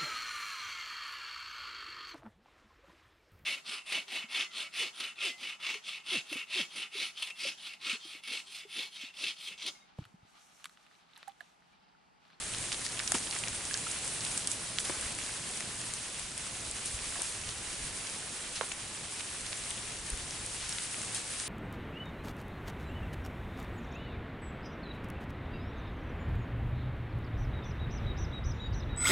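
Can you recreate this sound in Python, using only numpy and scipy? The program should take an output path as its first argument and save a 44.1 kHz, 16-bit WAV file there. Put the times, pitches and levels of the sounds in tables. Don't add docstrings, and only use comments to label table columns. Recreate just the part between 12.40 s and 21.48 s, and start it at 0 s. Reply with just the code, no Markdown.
import sys
import numpy as np
from scipy import signal
from scipy.fft import rfft, irfft, next_fast_len
from scipy.io import wavfile
from scipy.ndimage import uniform_filter1d, map_coordinates

SR = 44100
rng = np.random.default_rng(int(sys.argv[2]) if len(sys.argv) > 2 else 0)


def dump_mix(stems):
    frames = np.atleast_2d(stems).T
    limited = np.clip(frames, -1, 1)
    pcm = np.round(limited * 32767).astype(np.int16)
    wavfile.write(sys.argv[1], SR, pcm)


def gain_from_decibels(decibels):
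    exponent = np.asarray(decibels, float) / 20
    return 10 ** exponent


N = 400428

# [t/s, level/dB]
RAIN_STRENGTH = [(0.0, -39), (0.93, -38.5), (1.09, -38.5), (1.97, -38), (2.17, -40), (2.65, -39),
                 (3.19, -39.5), (3.87, -41), (4.78, -39), (5.06, -40), (6.32, -40.5), (6.55, -42),
                 (7.26, -39.5), (7.66, -41.5), (8.52, -39.5), (9.08, -39)]
# [t/s, left over right/dB, murmur level/dB]
CAMERA_TURN = [
    (0, 0, -52.5),
    (.9, -0.5, -51.5),
    (3.2, -.5, -51),
    (3.5, -.7, -53.5),
    (6, -0.9, -53),
    (7.7, .5, -53),
    (9.08, .5, -52),
]
# [f/Hz, level per Hz/dB]
SIZZLE_TONE = [(1500, -50), (4000, -11), (6000, -9), (7500, -2), (9000, 2.8), (10300, -2), (11000, -5),
               (20000, -5)]
# [f/Hz, level per Hz/dB]
PATTER_TONE = [(300, -12.5), (800, -4.5), (1600, -1), (2800, 1), (4500, -1.5), (7000, -1.5), (12000, -16)]
# [f/Hz, level per Hz/dB]
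MURMUR_TONE = [(40, -14), (90, -3), (150, -1), (300, -4.5), (600, -7.5), (1200, -12), (4000, -53)]
# [f/Hz, likeness/0 to 1]
LIKENESS = [(60, 0.97), (140, 0.98), (350, 0.89), (840, 0.71), (2010, 0.59), (4840, 0.54), (11600, 0.87)]
# (f/Hz, width/Hz, level/dB)
ENGINE = (112, 2.6, -61.5)
# [t/s, level/dB]
BREEZE_STRENGTH = [
    (0, -58.5),
    (3.6, -60),
    (4.7, -55.5),
    (5.5, -51.5),
    (5.7, -62.5),
    (7.6, -54),
    (9.08, -60),
]
# [f/Hz, level per Hz/dB]
BREEZE_TONE = [(15, -16), (28, -4.5), (60, -4), (95, -7), (200, -31)]
# [t/s, peak level/dB, f/Hz, left over right/dB]
LEAF_HITS = [(.1378, -30, 3070, -9), (.2408, -32, 2340, -4), (.5743, -31, 2850, 4),
             (.6007, -22.5, 1870, -3), (.72, -21.5, 1490, 0), (.9266, -28, 2440, -6),
             (2.4968, -25, 1350, 6), (6.2113, -22, 1440, -12), (.964, -28, 2010, -6),
             (1.0377, -24, 2630, -7), (1.0751, -29.5, 2510, 5), (1.2085, -32, 1600, -2),
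             (1.3111, -32, 2600, -10), (.8725, -29, 3100, -3), (1.4696, -31, 2900, -4),
             (1.5611, -33, 1570, 1), (1.8653, -32, 3290, -6), (2.7879, -30, 2100, 5),
             (2.8145, -35, 1970, -11), (2.8936, -32, 1580, -4), (3.2067, -30, 2240, 5),
             (3.8171, -39, 1630, -1), (4.59, -31, 2190, -4), (6.3182, -26, 2700, 10),
             (6.7955, -43, 2700, 25), (6.8077, -30, 2720, -9), (7.3107, -29.5, 3010, 3),
             (7.3782, -33, 3040, 4), (8.5444, -29, 2500, -1)]
# [t/s, peak level/dB, f/Hz, left over right/dB]
TWIG_HITS = [(.148, -23.5, 3880, -5), (.3193, -21, 3200, -6), (.3277, -21, 4160, -5),
             (.3448, -24, 3120, -3), (.4645, -20, 5040, -3), (.4903, -27, 5860, -2),
             (.5932, -18.5, 3650, -4), (.6765, -16, 5800, -5), (.9107, -21, 4680, -4),
             (.9341, -29, 3080, -4), (1.0833, -22, 5960, 1), (1.342, -16.5, 4900, -4),
             (2.0733, -24, 5000, -4), (1.8073, -25, 5560, -4), (1.8498, -24, 4430, -2),
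             (1.9766, -27, 5000, -2), (2.3859, -14.5, 3330, -3), (2.4547, -27, 4120, -3),
             (3.2066, -24, 6550, 1), (4.7977, -29, 3590, 1), (5.092, -28, 4340, -5),
             (5.6703, -30, 4390, 10), (6.1587, -29, 5280, -1), (7.0648, -29.5, 4680, -9),
             (7.1244, -28, 4210, -4), (7.1298, -23, 3270, 2), (7.2388, -32, 4180, 2),
             (7.9083, -26, 5980, -2), (8.3255, -24.5, 5070, -2), (8.3845, -21.5, 3380, 2)]
# [t/s, peak level/dB, f/Hz, left over right/dB]
GLAZE_HITS = [(.1845, -25, 7490, -1), (.7198, -14, 7200, -1), (.7201, -14, 9800, 1), (.743, -26, 8700, 2),
              (.751, -23, 9080, 1), (.9883, -24.5, 7000, -6), (1.3746, -24, 7650, -5),
              (1.5166, -25, 7750, -3), (1.6784, -24, 9010, 5), (1.8509, -24, 9500, -2),
              (1.9766, -16, 7900, -2), (2.0733, -15.5, 8300, -2), (2.1159, -18.5, 7400, -3),
              (2.4502, -24, 9730, -5), (2.6114, -23, 8850, 2), (2.788, -22.5, 8600, -2),
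              (3.1735, -25, 8080, 2), (3.5375, -22, 8060, 4), (3.795, -29, 8000, 15), (3.978, -23, 8960, 1),
              (4.3124, -22, 8250, 1), (4.459, -23, 8930, 4), (4.8196, -17, 8750, 4), (6.3215, -25, 7200, 0),
              (7.3061, -23, 8860, 3), (7.7022, -21.5, 9200, 3), (8.0628, -24, 9000, -4),
              (8.293, -22, 8680, 1), (8.6297, -34, 8880, -3), (8.7474, -19.5, 8630, 3)]
# [t/s, level/dB, f/Hz, left over right/dB]
PLINK_DROPS = [
    (0.144, -37, 1710, -2),
    (0.464, -33, 1850, -4),
    (1.3103, -30.5, 1660, -7),
    (1.3474, -31.5, 1620, -3),
    (1.4672, -31, 1340, -2),
    (8.3255, -26, 5100, -2),
    (8.386, -40, 1790, 4),
]
# [t/s, level/dB, first f/Hz, last f/Hz, left over right/dB]
PLOP_DROPS = [
    (0.7206, -23, 1700, 700, 0),
    (.7463, -29.5, 800, 200, -2),
    (.7513, -21, 1280, 860, 1),
    (2.4974, -31, 710, 176, 3),
    (2.5024, -26, 2200, 905, 4),
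    (4.7915, -32.5, 700, 530, 3),
    (6.2111, -22.5, 1300, 470, -2),
    (6.2188, -28, 450, 1070, -6),
]
# [t/s, length/s, level/dB, centre f/Hz]
SPRAYS = [(0.321, 0.024, -35, 4000), (0.445, 0.025, -33.5, 6300), (0.744, 0.011, -34, 700),
          (0.74, 0.033, -39, 210), (0.741, 0.018, -33, 2000), (4.8, 0.021, -41.5, 1100),
          (4.755, 0.022, -42, 990), (0.74, 0.04, -30, 7400), (0.928, 0.063, -44, 2400),
          (1.999, 0.036, -41, 9000), (2.095, 0.068, -33.5, 11000), (2.394, 0.026, -30.5, 11000),
          (2.496, 0.011, -33, 220), (2.441, 0.29, -45.5, 1600), (2.438, 0.22, -38.5, 9200),
          (8.203, 0.18, -44, 3400), (4.1, 0.24, -48, 10000), (4.451, 0.048, -34, 10500),
          (4.826, 0.12, -36.5, 11000), (6.153, 0.036, -36.5, 3500), (6.226, 0.02, -39, 900),
          (6.793, 0.028, -43.5, 2500), (8.297, 0.048, -38.5, 9700), (8.746, 0.045, -37.5, 6300)]
# [t/s, peak level/dB, f/Hz]
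AIR_PUFFS = [
    (2.661, -40, 55.3),
    (3.85, -47, 45.2),
    (4.549, -34.5, 60),
    (4.77, -51, 45),
    (5.47, -43, 109),
    (7.734, -29.5, 42.7),
    (7.81, -56, 45),
    (8.0, -42, 45),
    (8.24, -48, 35),
]


def unit(x):
    return x / np.sqrt(np.mean(x ** 2) + 1e-20)


def along(points, hz):
    f, v = np.transpose(points)
    return np.interp(np.log(hz + 1), np.log(f + 1), v)


def curves(rows):
    s, *columns = np.transpose(rows)
    return [np.interp(np.arange(N) / SR, s, column) for column in columns]


def wobble(rate):
    knots = rng.standard_normal(int(N * rate / SR) + 4)
    return map_coordinates(knots, [np.arange(N) * rate / SR])


def filtered(x, response):
    m = next_fast_len(x.shape[-1] + 8192)
    spectrum = rfft(x, m) * response(np.fft.rfftfreq(m, 1 / SR))
    return irfft(spectrum, m)[..., :x.shape[-1]]


def panned(db):
    return gain_from_decibels(np.array([db / 2, -db / 2]))


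def add(out, s, sound):
    part = out[:, max(round(s * SR), 0):][:, :sound.shape[1]]
    part += sound[:, :part.shape[1]]


def rush(tone, patchy_db):
    z = signal.stft(rng.standard_normal((2, N)), nperseg=256)[2]
    patches = uniform_filter1d(rng.standard_normal(z.shape[1:]), size=8, axis=0)
    patches = uniform_filter1d(patches, size=10, axis=1)
    pair = signal.istft(z * gain_from_decibels(patchy_db * unit(patches)), nperseg=256)[1][:, :N]

    def middle_and_side(hz):
        angle = np.arccos(np.clip(along(LIKENESS, hz), -1, 1)) / 2
        return gain_from_decibels(along(tone, hz)) * np.array([np.cos(angle), np.sin(angle)])

    mid, side = filtered(pair, middle_and_side)
    return unit(np.array([mid + side, mid - side]))


def pitter(count, hz, octaves, cycles, scatter_db):
    when, size, side, tone, phase = rng.random((count, 5)).T[..., None]
    pitch = hz * 2 ** (octaves * (2 * tone - 1))
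    n = np.arange(SR // 300)
    ring = np.sin(2 * np.pi * (pitch * n / SR + phase)) * np.exp(-pitch * n / SR / cycles)
    ring = ring * gain_from_decibels(-scatter_db * np.log(size + .02))
    at = ((when * N).astype(int) + n).ravel()
    gains = panned(14 * (side - .5))
    return unit(np.array([np.bincount(at, (gain * ring).ravel(), N)[:N] for gain in gains]))


def rainfall():
    fall_db, = curves(RAIN_STRENGTH)
    mean_db = fall_db.mean()
    swing_db = fall_db - mean_db
    flurry = wobble(25)
    ice = rush(SIZZLE_TONE, patchy_db=1.12)
    ice = ice + gain_from_decibels(-11.5) * pitter(count=3000, hz=8100, octaves=0.52, cycles=0.85, scatter_db=6.5)
    leaves = rush(PATTER_TONE, patchy_db=0.82)
    leaves = leaves + gain_from_decibels(-10) * pitter(count=2000, hz=2900, octaves=1.0, cycles=1.5, scatter_db=2.0)
    sizzle = gain_from_decibels(mean_db - 0.5 + 1.43 * swing_db + 1.06 * flurry) * ice
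    patter = gain_from_decibels(mean_db - 3.5 + 0.77 * swing_db + 0.66 * flurry) * leaves
    hard = pitter(count=700, hz=4550, octaves=0.71, cycles=0.44, scatter_db=2.5)
    snaps = gain_from_decibels(mean_db - 19 + swing_db) * hard
    lean_db = curves(CAMERA_TURN)[0]
    return (sizzle + patter + snaps) * panned(lean_db)


def wood_murmur():
    murmur_db = curves(CAMERA_TURN)[1]
    return gain_from_decibels(murmur_db + 1.5 + 0.6 * wobble(2.75)) * rush(MURMUR_TONE, patchy_db=.8)


def engine_drone():
    hz, width_hz, db = ENGINE
    hum = filtered(rng.standard_normal(N), lambda f: np.exp(-((f - hz) / width_hz) ** 2))
    return gain_from_decibels(db) * unit(hum)


def breeze():
    t, swell_s, swell_db = np.arange(N) / SR, 0.054, -56.5
    stir = sum(np.exp(-((t - s) / swell_s) ** 2) for s, *_ in AIR_PUFFS)
    strength = gain_from_decibels(curves(BREEZE_STRENGTH)[0] + 1.5) + gain_from_decibels(swell_db) * stir
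    return strength * rush(BREEZE_TONE, patchy_db=2.0)


def pellets(hits, spread_hz):
    out, t = np.zeros((2, N)), np.arange(SR // 50) / SR
    rise = 0.15 / spread_hz
    for s, db, hz, pan_db in hits:
        falling = hz * t * (1.1 - 0.025 * t / rise)
        swell = t / rise * np.exp(1 - t / rise)
        blow = swell * np.sin(2 * np.pi * falling + rng.uniform(0, 2 * np.pi))
        crack = gain_from_decibels(-13 - 60 * t / .002) * np.sign(rng.standard_normal(len(t)))
        noise = rng.standard_normal((2, len(t)))
        rough = unit(filtered(noise, lambda f: np.exp(-((f - hz) / (5.8 * spread_hz)) ** 2)))
        rattle = gain_from_decibels(-14.5 - 60 * t / 0.027) * (1 - np.exp(-t / rise)) * rough
        no_bass = signal.butter(2, 0.29 * hz, 'high', fs=SR)
        tick = signal.lfilter(*no_bass, blow + crack + rattle)
        add(out, s - rise, gain_from_decibels(db + 2.5) * panned(pan_db)[:, None] * tick)
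    return out


def drips():
    out, t = np.zeros((2, N)), np.arange(SR // 4) / SR
    drops = [(s, db, hz, hz, pan_db, 6) for s, db, hz, pan_db in PLINK_DROPS]
    drops += [(*row, 1.24) for row in PLOP_DROPS]
    for s, db, first_hz, last_hz, pan_db, cycles in drops:
        life = cycles / min(first_hz, last_hz)
        glide_s = 0.22 * life
        hz = last_hz + (first_hz - last_hz) * np.exp(-t / glide_s)
        fade = np.exp(-t / life) * (1 - np.exp(-t / .0003))
        tone = -np.sin(2 * np.pi * np.cumsum(hz) / SR) * fade
        add(out, s, gain_from_decibels(db) * panned(pan_db)[:, None] * tone)
    return out


def spray():
    out, t = np.zeros((2, N)), np.arange(SR // 4) / SR
    for s, length, db, hz in SPRAYS:
        specks = rng.standard_normal((3, len(t))) * gain_from_decibels(1.4 * rng.standard_normal(len(t)))
        both_sides = specks[0] + 0.5 * specks[1:]
        hiss = unit(filtered(both_sides, lambda f: np.exp(-(np.log((f + 1) / hz) / 1.05) ** 2)))
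        swell_and_die = (1 - np.exp(-t / 0.0025)) * np.exp(-(t / length) ** 2)
        add(out, s, gain_from_decibels(db) * hiss * swell_and_die)
    return out


def puffs():
    out, t = np.zeros((2, N)), np.arange(-SR // 20, SR // 20) / SR
    for s, peak_db, hz in AIR_PUFFS:
        push = -np.cos(2 * np.pi * hz * t) * np.exp(-(2.0 * hz * t) ** 2)
        add(out, s + t[0], gain_from_decibels(peak_db) * np.array([push, push]))
    return out


def scene():
    background = rainfall() + wood_murmur() + engine_drone() + breeze()
    leaf_ticks = pellets(LEAF_HITS, spread_hz=670)
    twig_ticks = pellets(TWIG_HITS, spread_hz=1400)
    glaze_ticks = pellets(GLAZE_HITS, spread_hz=950)
    return background + leaf_ticks + twig_ticks + glaze_ticks + drips() + spray() + puffs()


def band_limit(x):
    return signal.sosfilt(signal.butter(12, 12240, fs=SR, output="sos"), x)


def record(dry):
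    top_hz, peak_limit = 11020, .6
    band = filtered(dry, lambda hz: np.clip((top_hz + 20 - hz) / 60, 0, 1))
    rounded = band / (1 + np.abs(band / peak_limit) ** 4) ** .25
    return band_limit(rounded)


dry = scene()
out = record(dry)
dump_mix(out)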